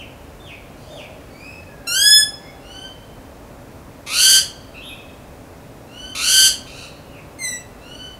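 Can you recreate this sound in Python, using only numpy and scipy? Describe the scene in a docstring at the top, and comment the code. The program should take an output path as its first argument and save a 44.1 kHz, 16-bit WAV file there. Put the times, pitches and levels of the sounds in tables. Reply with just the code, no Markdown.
"""A lorikeet and its flock

A nearby lorikeet gives a rising whistle, two harsh screeches and a soft falling note. Its flock
answers from deeper in the trees, whose trunks and leaves scatter every call. In each call the bird's
voice box (the syrinx) tightens, so the pitch slides and the sound swells, and then it lets go.
Underneath lie a distant outdoor rumble and the hiss of a mono microphone."""
import sys
import numpy as np
from scipy import signal
from scipy.fft import rfft, irfft, next_fast_len
from scipy.io import wavfile
from scipy.ndimage import uniform_filter1d, minimum_filter1d, map_coordinates

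SR = 44100
rng = np.random.default_rng(int(sys.argv[2]) if len(sys.argv) > 2 else 0)


def generate_wav(sig):
    """Save sig (samples, or channels by samples) to the path in sys.argv[1] as 16-bit PCM at SR."""
    pcm = np.round(np.clip(np.atleast_2d(sig).T, -1, 1) * 32767).astype(np.int16)
    wavfile.write(sys.argv[1], SR, pcm)


N = 361179

# the whistle: start t/s, length t/s, first f/Hz, held f/Hz, level/dB
WHISTLE_NOTE = (1.868, .356, 1420, 1719, -6.2)
# how much of each overtone the throat and beak let through: f/Hz, level/dB
WHISTLE_THROAT = [(1350, -6), (1750, -3.5), (3400, -0.5), (4200, -2), (4800, -6), (5150, 3.5), (5700, -6.5),
                  (6900, -7), (8500, -6), (9500, -19), (10400, -0.5), (11900, -20.5), (12600, -11.5),
                  (13700, -15.5), (15500, -35)]
def whistle():
    """A clean, swelling note. The voice skips up to a higher range, then cracks as it ends."""
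    t, pitch, level_db, rough = gesture(WHISTLE_NOTE, glide_s=.128, swell_s=.19, swell_db=17.5,
                                        fade_s=.06, fade_db=13.5, bend=1.9, sag=.033,
                                        rough=.8, rough_fade=3.5)
    skip_at_s, skip_width_s, skip_share = .078, .012, .04
    upper = np.tanh((t - t[0] - skip_at_s) / skip_width_s)  # -1 before the skip, 1 after
    pitch = pitch * (1 - skip_share * (1 - upper) / 2)
    rough = rough + (1 - upper ** 2)
    shape = t, pitch, level_db, rough
    return call(shape, WHISTLE_THROAT, jitter=.0028, rasp_db=-34.5, attack_s=.009, release_s=.0068)


# start t/s, length t/s, first f/Hz, held f/Hz, level/dB, swell level/dB, swell t/s of each screech
NEAR_SCREECHES = [(4.062, 0.34, 1165, 1563, -11.7, 22, 0.1), (6.148, 0.35, 1250, 1547, -12, 16.5, 0.13)]
# throat and beak in a screech: f/Hz, level/dB
SCREECH_THROAT = [(1150, -7.5), (1600, -15.5), (2300, 1), (3100, -4), (4300, 1), (5200, -8), (6100, -7),
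                  (7500, -7.5), (8300, -11), (9200, -3), (10800, -10), (11900, -17.5), (13000, -13.5),
                  (15500, -35)]
def screech(row):
    """A rising call that turns harsh because the thin skins of the voice box flutter."""
    *note, swell_db, swell_s = row
    shape = gesture(note, glide_s=.103, swell_s=swell_s, swell_db=swell_db, fade_s=.0355, fade_db=9,
                    bend=1.8, sag=.07, rough=1.05, rough_onset=1.6, rough_fade=1.6)
    return call(shape, SCREECH_THROAT, jitter=.0159, flutter=.042, flutter_hz=173.2,
                rasp_db=-13.5, dulling=.18, release_s=.015)


# the soft note: start t/s, length t/s, first f/Hz, held f/Hz, level/dB
FALLING_NOTE = (7.385, 0.1976, 2118, 1955, -25)
# throat and beak in the soft note: f/Hz, level/dB
SOFT_THROAT = [(2050, 3.5), (4100, -2.5), (6100, -1.5), (8200, 3), (10200, -8.5), (12000, -20.5),
               (14200, -11), (16000, -31.5)]
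def soft_note():
    """A clean note that falls a little and dies slowly."""
    shape = gesture(FALLING_NOTE, glide_s=.075, swell_s=.034, swell_db=12,
                    fade_s=.13, fade_db=11, bend=2.1)
    return call(shape, SOFT_THROAT, jitter=.004, rasp_db=-32, attack_s=.006)


# the flock's replies: start t/s, length t/s, first f/Hz, held f/Hz, level/dB
RISING_ANSWERS = [(2.59, .33, 1348, 1550, -40), (5.865, 0.31, 1345, 1541, -38),
                  (7.77, .36, 1299, 1517, -41)]
# throat and beak in a reply: f/Hz, level/dB
ANSWER_THROAT = [(1500, -8.5), (3050, 3.5), (4600, -9.5), (6100, -12.5), (7700, -23.5), (9200, -13),
                 (10700, -24), (12500, -45)]
def answer(row):
    """A rising whistle from further off, hoarse at first."""
    shape = gesture(row, glide_s=.12, swell_s=.073, swell_db=22.5, fade_s=.0705, fade_db=9.5,
                    bend=1.61, sag=.025, rough=.75, rough_onset=2)
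    return call(shape, ANSWER_THROAT, jitter=.01, flutter=.004, dulling=.17)


# the high reply: start t/s, length t/s, first f/Hz, held f/Hz, level/dB
HIGH_NOTE = (1.3, 0.28, 2250, 2590, -43.5)
# throat and beak in the high reply: f/Hz, level/dB
HIGH_THROAT = [(2500, 1), (5000, -8), (7700, -17.5), (10300, -20), (13000, -40)]
def high_answer():
    """A higher rising whistle that trembles."""
    shape = gesture(HIGH_NOTE, glide_s=.135, swell_s=.1, swell_db=11, fade_s=.079, fade_db=5.5, bend=2.8)
    return call(shape, HIGH_THROAT, count=5, jitter=.016, flutter=.008, flutter_hz=59.9)


# the flock's chirps: start t/s, length t/s, first f/Hz, last f/Hz, level/dB
FALLING_CHIRPS = [(-.088, .138, 3600, 2480, -37), (0.396, .18, 3570, 2390, -42.5),
                  (.9, .17, 3620, 2440, -41.5), (7.06, .17, 2900, 2380, -49)]
# throat and beak in a chirp: f/Hz, level/dB
CHIRP_THROAT = [(2500, 4), (3700, -12), (5000, -22), (7000, -29), (9000, -29), (10800, -26), (12500, -45)]
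def chirp(row):
    """A call that starts clean and high, then drops and turns hoarse."""
    shape = gesture(row, glide_s=.095, swell_s=.068, swell_db=10, fade_s=.049, fade_db=10,
                    bend=5, rough=1.9, rough_onset=-1.6)
    return call(shape, CHIRP_THROAT, count=4, jitter=.025, flutter=.045, flutter_hz=112.6)


# parts of one twitter: start t/s, length t/s, first f/Hz, last f/Hz, level/dB, roughness
TWITTER_NOTES = [(4.74, 0.095, 1290, 1378, -41, 0.94), (4.809, .14, 3105, 3520, -40, 1.6),
                 (4.89, 0.088, 2538, 2580, -40, 0.51)]
# throat and beak in a twitter: f/Hz, level/dB
TWITTER_THROAT = [(1350, -3), (2600, 11), (3800, -2), (5000, -13), (9500, -39), (10600, -9), (11300, -1),
                  (12200, -26), (15000, -35)]
def twitter(row):
    """One short, fluttering piece of a twitter."""
    *note, rough = row
    shape = gesture(note, glide_s=.045, swell_s=.019, swell_db=4, fade_s=.052, fade_db=12, rough=rough)
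    return call(shape, TWITTER_THROAT, count=4, jitter=.01424, flutter=.055, flutter_hz=131.5)


# far, thin notes: start t/s, length t/s, first f/Hz, last f/Hz, level/dB, roughness
THIN_NOTES = [(1.62, .29, 1757, 1612, -48.5, 1), (2.41, .11, 2090, 2260, -45.5, 7.3),
              (7.42, .2, 2670, 2720, -52, 6.9)]
# a throat that treats all pitches alike: f/Hz, level/dB
PLAIN_THROAT = [(1000, 0)]
def thin_note(row):
    """A piping note whose overtones are lost on the way."""
    *note, rough = row
    shape = gesture(note, glide_s=.12, swell_s=.08, swell_db=11, fade_s=.036, fade_db=6,
                    bend=1.5, rough=rough)
    return call(shape, PLAIN_THROAT, count=1, jitter=.0048)


# far screeches: start t/s, length t/s, first f/Hz, held f/Hz, level/dB before the leaves
DEEP_SCREECHES = [(.77, 0.29, 1418, 1623, -48), (6.66, .235, 1278, 1391, -36)]
def far_screech(row):
    """A screech from deep in the trees; leaves soak up its highest sounds."""
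    shape = gesture(row, glide_s=.08, swell_s=.11, swell_db=4, fade_s=.045, fade_db=13)
    voice = call(shape, SCREECH_THROAT, jitter=.0295, flutter=.08, rasp_db=-33)
    return filtered(voice, lambda hz: amp(-hz / 1000 - 0.5))


# two low, far sounds: start t/s, length t/s, first f/Hz, last f/Hz, level/dB
HOOT_NOTE = (.87, .21, 598, 615, -38.5)
LONG_NOTE = (1.83, 1.1, 779, 791.5, -53.5)
def low_notes():
    """A husky hoot, and a long faint tone that is strongest at its start."""
    hoot = gesture(HOOT_NOTE, glide_s=.083, swell_s=.06, swell_db=7, fade_s=.08, fade_db=9)
    tone = gesture(LONG_NOTE, glide_s=.25, swell_s=.26, swell_db=-6.5, fade_s=.4, fade_db=1.5)
    return call(hoot, PLAIN_THROAT, count=1, jitter=.13) + call(tone, PLAIN_THROAT, count=1, jitter=.0009)


def flock():
    """All the far calls added together."""
    kinds = [(answer, RISING_ANSWERS), (chirp, FALLING_CHIRPS), (twitter, TWITTER_NOTES),
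             (thin_note, THIN_NOTES), (far_screech, DEEP_SCREECHES)]
    return sum(voice(row) for voice, rows in kinds for row in rows) + high_answer() + low_notes()


# faint beak clicks: t/s, middle f/Hz, level/dB
BEAK_CLICKS = [(1.213, 2010, -45.5), (1.632, 3800, -47.5)]
def ticks():
    """Dry clicks, each a burst of noise that dies at once."""
    t = np.arange(N) / SR
    out = np.zeros(N)
    for start, hz, db in BEAK_CLICKS:
        burst = noise([(hz / 2, -25), (hz, 0), (hz * 2, -25)], N)
        out += amp(db) * (t >= start) * np.exp(-np.abs(t - start) / .0045) * burst
    return out


# the balance of rumble and hiss: f/Hz, relative level/dB
RUMBLE_AND_HISS = [(12, -34), (20, -12.5), (47, -1), (112, -2.5), (148, -3.5), (201, -8.5), (266, -3.5),
                   (314, -9), (563, -9), (613, -8.5), (765, -12.5), (2260, -24.5), (2600, -24.5),
                   (2910, -29), (15400, -36.5)]
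# the tones of a faint, distant hum: f/Hz, level/dB
HUM_TONES = [(280, -56), (570, -53.5)]
def background():
    """Distant rumble, a wavering hum and the microphone's even hiss."""
    t = np.arange(N) / SR
    hum = sum(amp(db + 2 * wobble(3, N)) * np.sin(2 * np.pi * hz * t + 1.1 * wobble(13, N))
              for hz, db in HUM_TONES)
    return amp(-40 + .11 * wobble(2.16, N)) * noise(RUMBLE_AND_HISS, N) + hum


def gesture(row, glide_s, swell_s, swell_db, fade_s, fade_db,
            bend=2, sag=0, rough=1, rough_onset=0, rough_fade=0):
    """The shape of a call: it slides and swells to its held note, then droops and fades."""
    start, length, first_hz, held_hz, db = row
    t = np.arange(round(length * SR)) / SR
    slack = np.exp(-(t / glide_s) ** bend)  # a larger bend stays longer on the first pitch
    weak = np.exp(-(t / swell_s) ** bend)
    let_go = np.clip(1 - (length - t) / fade_s, 0, 1)
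    collapse = let_go ** 4  # the pitch gives way only at the very end
    pitch = (held_hz + (first_hz - held_hz) * slack) * (1 - sag * collapse)
    level_db = db - swell_db * weak - fade_db * let_go
    return start + t, pitch, level_db, rough + rough_onset * slack + rough_fade * collapse


# air swirling in the throat: f/Hz, relative level/dB
BREATH_NOISE = [(600, -36), (1200, -7), (2400, -2.5), (4500, -5), (6500, 6), (8200, -21.5), (9300, -3.5),
                (11000, 6.5), (11900, -13), (13000, -8), (15500, -21)]
def call(shape, throat, count=12, jitter=0, flutter=0, flutter_hz=170,
         rasp_db=-90, dulling=0, attack_s=.0047, release_s=.016):
    """The voice box makes a tone with overtones, plus a puff of breath on every vibration."""
    t, pitch, level_db, rough = shape
    size = len(t)
    # flutter swings the pitch quickly to and fro; jitter shakes it at random
    swing = np.sin(2 * np.pi * np.cumsum(flutter_hz * (1 + .1786 * wobble(130, size))) / SR)
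    hz = pitch * (1 + rough * (flutter * swing + jitter * wobble(900, size)))
    phase = 2 * np.pi * np.cumsum(hz) / SR
    k = np.arange(1, count + 1)[:, None]  # overtones are whole multiples of the pitch
    slope_db = dulling * (level_db - level_db.max()) * np.log2(k)  # less effort sounds duller
    shimmer_db = np.array([wobble(44.2, size) for _ in k])
    gains = amp(along(throat, k * hz) + slope_db + shimmer_db) * (k * hz < SR / 2)
    voiced = unit(np.sum(gains * np.sin(k * phase), axis=0) / np.linalg.norm(gains, axis=0))
    puffs = unit(noise(BREATH_NOISE, size) * (1 + .3 * np.cos(phase)))
    rasp = amp(rasp_db) * np.sqrt(np.abs(rough)) * puffs
    gate = np.clip((t - t[0]) / attack_s, 0, 1) * np.clip((t[-1] - t) / release_s, 0, 1)
    grain = amp(30 * flutter * wobble(350.4, size))  # flutter also makes the loudness uneven
    sound = amp(level_db) * gate * unit(grain * (voiced + rasp))
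    return np.interp(np.arange(N), round(t[0] * SR) + np.arange(size), sound, left=0, right=0)


def scattered(x, decay, build_s):
    """A blur of echoes from trunks and leaves; each frequency dies at its own speed."""
    hz, t, spectrum = signal.stft(rng.standard_normal(SR), SR, nperseg=256)
    fade = amp(-60 * t / along(decay, hz)[:, None])
    tail = signal.istft(spectrum * fade, SR, nperseg=256)[1]
    tail *= 1 - np.exp(-np.arange(len(tail)) / SR / build_s)
    return signal.fftconvolve(x, tail / np.linalg.norm(tail))[:N]


def amp(db):
    """Turn decibels into a number to multiply by."""
    return 10 ** (np.asarray(db) / 20)


def unit(x):
    """Scale a sound to an average strength (rms) of 1."""
    return x / np.sqrt(np.mean(x ** 2) + 1e-20)


def along(points, hz):
    """Read between the rows of a (frequency, value) table, with octaves evenly spaced."""
    f, v = np.transpose(points)
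    return np.interp(np.log(hz + 1), np.log(f + 1), v)


def wobble(rate, size):
    """A smooth curve through `rate` random points a second."""
    knots = np.random.default_rng(rng.integers(2 ** 31)).standard_normal(int(size * rate / SR) + 4)
    return map_coordinates(knots, [np.arange(size) * rate / SR], mode="mirror")


def filtered(x, response):
    """Turn each frequency of a sound up or down."""
    padded = next_fast_len(len(x) + 8192)
    return irfft(rfft(x, padded) * response(np.fft.rfftfreq(padded, 1 / SR)), padded)[:len(x)]


def noise(spectrum, size):
    """Noise of strength 1 with the given balance of lows and highs."""
    return unit(filtered(rng.standard_normal(N)[:size], lambda hz: amp(along(spectrum, hz))))


# how long echoes from close leaves and far trees take to drop 60 dB: f/Hz, t/s
LEAF_DECAY = [(1500, 0.37), (5000, 0.29), (12000, 0.24)]
GROVE_DECAY = [(1000, 1), (3000, 0.99), (6000, 0.76), (12000, 0.32)]
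# leaves bounce high sounds back better than low ones: f/Hz, level/dB
LEAF_BOUNCE = [(1000, -11.5), (1700, -0.5), (3000, -1.5), (6000, 2.5), (12000, -2.5)]
def scene():
    """All the birds echo off close leaves; the flock gets more of the far trees' echo."""
    near = whistle() + sum(map(screech, NEAR_SCREECHES)) + soft_note()
    far = flock()
    leaves = scattered(amp(-1) * near + amp(-.5) * far, LEAF_DECAY, build_s=.0026)
    leaves = filtered(leaves, lambda hz: amp(along(LEAF_BOUNCE, hz)))
    grove = scattered(amp(-24) * near + amp(-6.5) * far, GROVE_DECAY, build_s=.018)
    mono = near + amp(-.5) * far + leaves + grove + ticks() + background()
    return np.array([mono, mono])


def record(dry):
    """The camera quickly turns down peaks that are too loud and drops the very highest sounds."""
    top_hz = 15750
    needed = 1 / np.maximum(np.abs(dry).max(axis=0), 1)
    gain = uniform_filter1d(minimum_filter1d(needed, size=89), size=67)
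    return np.array([filtered(side * gain, lambda hz: hz < top_hz) for side in dry])


dry = scene()
out = record(dry)
generate_wav(out)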